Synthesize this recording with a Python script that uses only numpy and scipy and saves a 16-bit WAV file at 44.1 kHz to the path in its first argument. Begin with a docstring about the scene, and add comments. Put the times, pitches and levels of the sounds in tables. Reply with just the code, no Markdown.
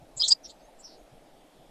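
"""Outdoors: a low, distant wash of shaped noise runs throughout, with wind bumping softly on the microphone.
At about 0.2 s a jackdaw close by gives one short, shrill, broken call: throbbing near-sines make the whistles,
pulses and air noise ringing gliding resonances make the rasp and hiss, and a louder whistle ends it at 0.32 s.
From 0.45 to 1 s fainter ringing chirps come from farther off, with a faint dull tap at 0.69 s.
A trace of distant birds rises towards the end at 1.7 s."""
import sys
import numpy as np
from scipy import signal
from scipy.fft import rfft, irfft
from scipy.io import wavfile
from scipy.ndimage import uniform_filter1d

SR = 44100
rng = np.random.default_rng(int(sys.argv[2]) if len(sys.argv) > 2 else 0)


def persist_wave(psi):
    """Save psi, clipped to +-1, as 16-bit WAV."""
    counts = np.round(np.clip(psi, -1, 1) * 32767).astype(np.int16)
    wavfile.write(sys.argv[1], SR, np.atleast_2d(counts).T)


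N = 74970  # samples, 1.7 s

# In event tables the time is the loudest moment, and a gliding pitch passes through its value then.

# spectrum of the distant wash: (frequency [Hz], relative level per Hz [dB])
WASH_SPECTRUM = [(15, 2), (40, -5), (62, -23), (90, -25), (140, -8.5), (220, -8), (300, -4), (400, -8.5),
                 (620, -2.5), (790, -6), (1050, -18), (1800, -21.5), (3300, -23), (6000, -29.5),
                 (9000, -30.5), (12000, -32.5), (14000, -39.5), (15500, -51)]
WASH_DB, WASH_PATCH_DB = -56, 1.5  # rms level, rms unevenness of the patches

# wind bumps on the microphone: (time [s], rise [s], fall [s], pitch [Hz], level [dB])
WIND_BUMPS = [(.025, 0.015, 0.027, 122, -51), (.172, 0.019, 0.025, 110, -51.5), (.21, 0.2, 0.12, 37.8, -56),
              (.49, 0.056, 0.021, 45.6, -62.5), (.65, 0.044, 0.038, 41.7, -61),
              (1.03, 0.042, 0.042, 35, -56.5), (1.134, 0.024, 0.023, 133, -53),
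              (1.17, 0.069, 0.057, 38, -59.5), (1.597, 0.033, 0.039, 130, -64)]

# The next four tables share these columns:
# (time [s], rise [s], fall [s], resonance [Hz], glide [Hz/s], width [Hz], level [dB])
# one faint dull tap
DULL_TAP = (.688, .010, .015, 800, 0, 350, -54)
# a trace of distant birds
DISTANT_BIRDS = (1.7, 0.72, .2, 3352.5, 2.5, 700, -74)
# chirps from farther off
FAR_CHIRPS = [(0.455, 0.019, 0.025, 5576, -10000, 913, -42.5), (0.46, .02, 0.03, 4420, -3, 2500, -54),
              (.485, .015, 0.017, 6940, 0, 871, -60), (0.502, 0.017, 0.025, 4160, 7998, 1500, -48.5),
              (.505, 0.016, .020, 7160, 10000, 1840, -53.5), (.607, .025, 0.033, 4700, -5000, 1190, -68),
              (.651, 0.038, 0.038, 6480, 6002.5, 330, -68), (.805, .019, 0.023, 7560, 0, 950, -52.5),
              (.854, 0.022, .026, 5400, -10000, 820, -44.5),
              (0.883, 0.033, 0.039, 5200, -9000, 1200, -53.5), (.934, 0.14, 0.054, 4710, -3000, 1700, -58),
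              (.994, 0.032, 0.035, 6610, -2.5, 445, -71)]
CHIRP_OVERTONE_DB = -32.5  # octave above, relative to the chirp
# low undertone of the close call, which bypasses the beak
CALL_UNDERTONES = [(.221, 0.034, 0.0097, 1206, 12003, 300, -55), (.318, .014, 0.018, 915, 1.5, 280, -47.5)]

# rough parts of the close call, level ahead of the beak:
# (time [s], rise [s], fall [s], resonance [Hz], glide [Hz/s], width [Hz], level [dB])
CALL_RASPS = [(.178, 0.013, 0.025, 7360, -12.5, 1200, -34), (.207, 0.013, 0.034, 4220, 6, 700, -36.5),
              (.208, 0.029, 0.019, 7600, 6, 1520, -54), (0.242, 0.017, 0.022, 3944, 5998.5, 900, -22),
              (.264, .010, 0.01818, 3793, -7, 1088, -32), (.254, .026, 0.044, 6940, -1.5, 2030, -39.5),
              (0.282, 0.011, 0.029, 5200, 19998.5, 2330, -29.5),
              (0.2839, .004, 0.0109, 7245, -0.5, 2400, -20.5),
              (.292, 0.0074, 0.0103, 7686, -9.5, 1890, -19.5), (.321, 0.02, .015, 7334, -6, 1500, -29),
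              (0.323, 0.016, 0.00702, 4054, 80000, 1000, -29.5)]
RASP_PER_S, RASP_JITTER = 440, .3  # mean pulse rate [1/s], its rms unevenness [fraction]
RASP_NOISE = .7  # air noise relative to the pulses, gain

# clear notes of the close call, level ahead of the beak:
# (time [s], rise [s], fall [s], pitch [Hz], glide [Hz/s], level [dB])
CALL_WHISTLES = [(.206, 0.012, 0.0088, 4920, 2, -24), (.214, .004, 0.0039, 4883, -1, -18.5),
                 (.222, .006, .007, 5040, 8002.5, -19), (.227, 0.016, .02, 3214, 0, -32.5),
                 (.312, 0.013, 0.0068, 4760, -2.5, -19.5), (.3240, 0.012, 0.011, 4840, 1, -11)]
THROB_PER_S, THROB_JITTER = 195, .3  # mean rate [1/s], its rms unevenness [fraction]
THROB_DEPTH, WOBBLE_HZ = .9, 50  # fraction of the amplitude, rms pitch wobble [Hz]

# colour of the close bird's throat and beak: (frequency [Hz], gain [dB])
BEAK_COLOUR = [(2000, -31.5), (2850, -14.5), (3130, 1.5), (5200, 0.5), (8650, -3), (9000, -23.5),
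               (12000, -14), (15000, -11.5)]

# wide, weak noise that follows the call's loudness: (frequency [Hz], relative level per Hz [dB])
FRINGE_SPECTRUM = [(300, -19), (900, -3.5), (1600, -11.5), (2400, -7), (4000, 3.5), (8000, -2.5),
                   (9500, -20.5), (14000, -24.5), (15500, -37.5)]
FRINGE_DB, FRINGE_POWER = -39.5, .7  # rms level at the call's loudest, exponent on its loudness

BELL_SHAPE = 1.7  # 1 = pointed, 2 = round
ECHO_S, ECHO_DB = .027, -36  # one echo of the close call
NEAR_WET_DB, FAR_WET_DB, AIR_T60_S = -34, -13, .11  # sends to the open-air scatter, its decay by 60 dB
BIRD_SIDE_DB, WASH_SIDE_DB = -55.5, -71.5  # scatter sends for the left-right difference
EDGE_HZ = 15400  # upper limit of the recorder


def amp(db):
    """Decibels to gain."""
    return 10 ** (np.asarray(db) / 20)


def unit(x):
    """Scales to rms 1."""
    return x / np.sqrt(np.mean(abs(x) ** 2) + 1e-20)


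def read(points, hz):
    """Reads a spectrum in dB along a log-frequency axis."""
    f, db = np.transpose(points)
    return np.interp(np.log(hz + 1), np.log(f + 1), db)


def colour(x, points):
    """Filters by a spectrum."""
    gain = amp(read(points, np.fft.rfftfreq(N, 1 / SR)))
    return irfft(rfft(x) * gain, N)


def smooth(x, hz):
    """Steep low-pass, 6 dB down at hz, scaled to rms 1."""
    gain = 1 / (1 + (np.fft.fftfreq(N, 1 / SR) / hz) ** 4)
    return unit(np.fft.ifft(np.fft.fft(x) * gain))


def drift(hz):
    """Random wander slower than about hz, rms 1."""
    return smooth(rng.standard_normal(N), hz).real


def uneven_beats(per_s, jitter):
    """Running count of beats whose rate wanders at random."""
    return np.cumsum(per_s * (1 + jitter * drift(per_s))) / SR


def swell(at, rise, fall):
    """A bell that is 20 dB down one rise before and one fall after its top."""
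    t = np.arange(N) / SR - at
    steps = abs(t / np.where(t < 0, rise, fall)) ** BELL_SHAPE
    return amp(-20 * np.minimum(steps, 20))


def carrier(at, hz, glide):
    """Phase of a pitch that glides through hz at the given time."""
    t = np.arange(N) / SR - at
    return 2 * np.pi * (hz * t + glide * t ** 2 / 2)


def rasp(at, rise, fall, hz, glide, width_hz, db, overtone_db=-100):
    """Uneven pulses and air noise ring a gliding resonance."""
    beats = uneven_beats(RASP_PER_S, RASP_JITTER)
    pulses = np.diff(np.floor(beats), prepend=0) * np.exp(2j * np.pi * rng.random(N))
    air = rng.standard_normal(N) + 1j * rng.standard_normal(N)
    ring = smooth(unit(pulses) + RASP_NOISE * unit(air), width_hz / 2)
    # even out the loudness over 9 ms
    ring = ring / np.sqrt(uniform_filter1d(abs(ring) ** 2, size=400) + 1e-6)
    voice = ring * np.exp(1j * carrier(at, hz, glide))
    overtone = amp(overtone_db) * voice ** 2  # squaring doubles the pitch
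    return amp(db) * swell(at, rise, fall) * unit(voice.real + overtone.real)


def distant_wash():
    """Shaped noise whose level drifts in soft patches of time and frequency."""
    _, _, z = signal.stft(rng.standard_normal(N), SR, nperseg=1024)
    patches = uniform_filter1d(rng.standard_normal(z.shape), size=12, axis=0)
    patches = unit(uniform_filter1d(patches, size=6, axis=1))
    _, patchy = signal.istft(z * amp(WASH_PATCH_DB * patches), SR, nperseg=1024)
    return amp(WASH_DB) * unit(colour(patchy[:N], WASH_SPECTRUM))


def wind_bump(at, rise, fall, hz, db):
    """Wind on the microphone: a brief low tone with wandering phase."""
    tone = np.cos(carrier(at, hz, 0) + drift(0.38 * hz))
    return amp(db) * swell(at, rise, fall) * unit(tone)


def background():
    """Distant wash, wind bumps, one dull tap and a trace of distant birds."""
    bumps = sum(wind_bump(*row) for row in WIND_BUMPS)
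    return distant_wash() + bumps + rasp(*DULL_TAP) + rasp(*DISTANT_BIRDS)


def far_chirps():
    """Birds farther off: noisy gliding resonances with a weak octave above."""
    return sum(rasp(*row, overtone_db=CHIRP_OVERTONE_DB) for row in FAR_CHIRPS)


def whistle(at, rise, fall, hz, glide, db):
    """A near sine that wobbles in pitch and throbs unevenly."""
    beats = uneven_beats(THROB_PER_S, THROB_JITTER) + rng.random()
    throb = 1 - THROB_DEPTH * np.cos(np.pi * beats) ** 4
    wobble = 2 * np.pi * np.cumsum(WOBBLE_HZ * drift(2 * THROB_PER_S)) / SR
    tone = throb * np.cos(carrier(at, hz, glide) + wobble)
    return amp(db) * swell(at, rise, fall) * unit(tone)


def noisy_fringe(call):
    """Wide noise that rises and falls with the call, less steeply than it does."""
    loudness = np.sqrt(abs(uniform_filter1d(call ** 2, size=200)))
    follow = (loudness / loudness.max()) ** FRINGE_POWER
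    return amp(FRINGE_DB) * follow * unit(colour(rng.standard_normal(N), FRINGE_SPECTRUM))


def close_call():
    """Whistles and rasps through the beak, with weak undertones and a faint noisy fringe."""
    whistles = sum(whistle(*row) for row in CALL_WHISTLES)
    call = whistles + sum(rasp(*row) for row in CALL_RASPS)
    undertones = sum(rasp(*row) for row in CALL_UNDERTONES)
    return colour(call, BEAK_COLOUR) + noisy_fringe(call) + undertones


def open_air(x):
    """A short scatter from ground and trees: decaying noise of unit energy."""
    t = np.arange(SR // 2) / SR
    tail = rng.standard_normal(len(t)) * np.exp(-np.log(1000) * t / AIR_T60_S)
    return signal.fftconvolve(x, tail / np.linalg.norm(tail))[:N]


def scene():
    """Near and far birds over the background, almost the same in both channels."""
    ground, far, near = background(), far_chirps(), close_call()
    echo = amp(ECHO_DB) * np.roll(near, round(ECHO_S * SR))
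    scatter = open_air(amp(NEAR_WET_DB) * near + amp(FAR_WET_DB) * far)
    mid = ground + far + near + echo + scatter
    side = open_air(amp(BIRD_SIDE_DB) * (near + far) + amp(WASH_SIDE_DB) * ground)
    return np.array([mid + side, mid - side])


def record(dry):
    """The recorder's band limit: a steep low-pass."""
    low_pass = signal.firwin(511, EDGE_HZ, window=("kaiser", 9), fs=SR)
    return signal.oaconvolve(dry, low_pass[None], "same")


dry = scene()
out = record(dry)
persist_wave(out)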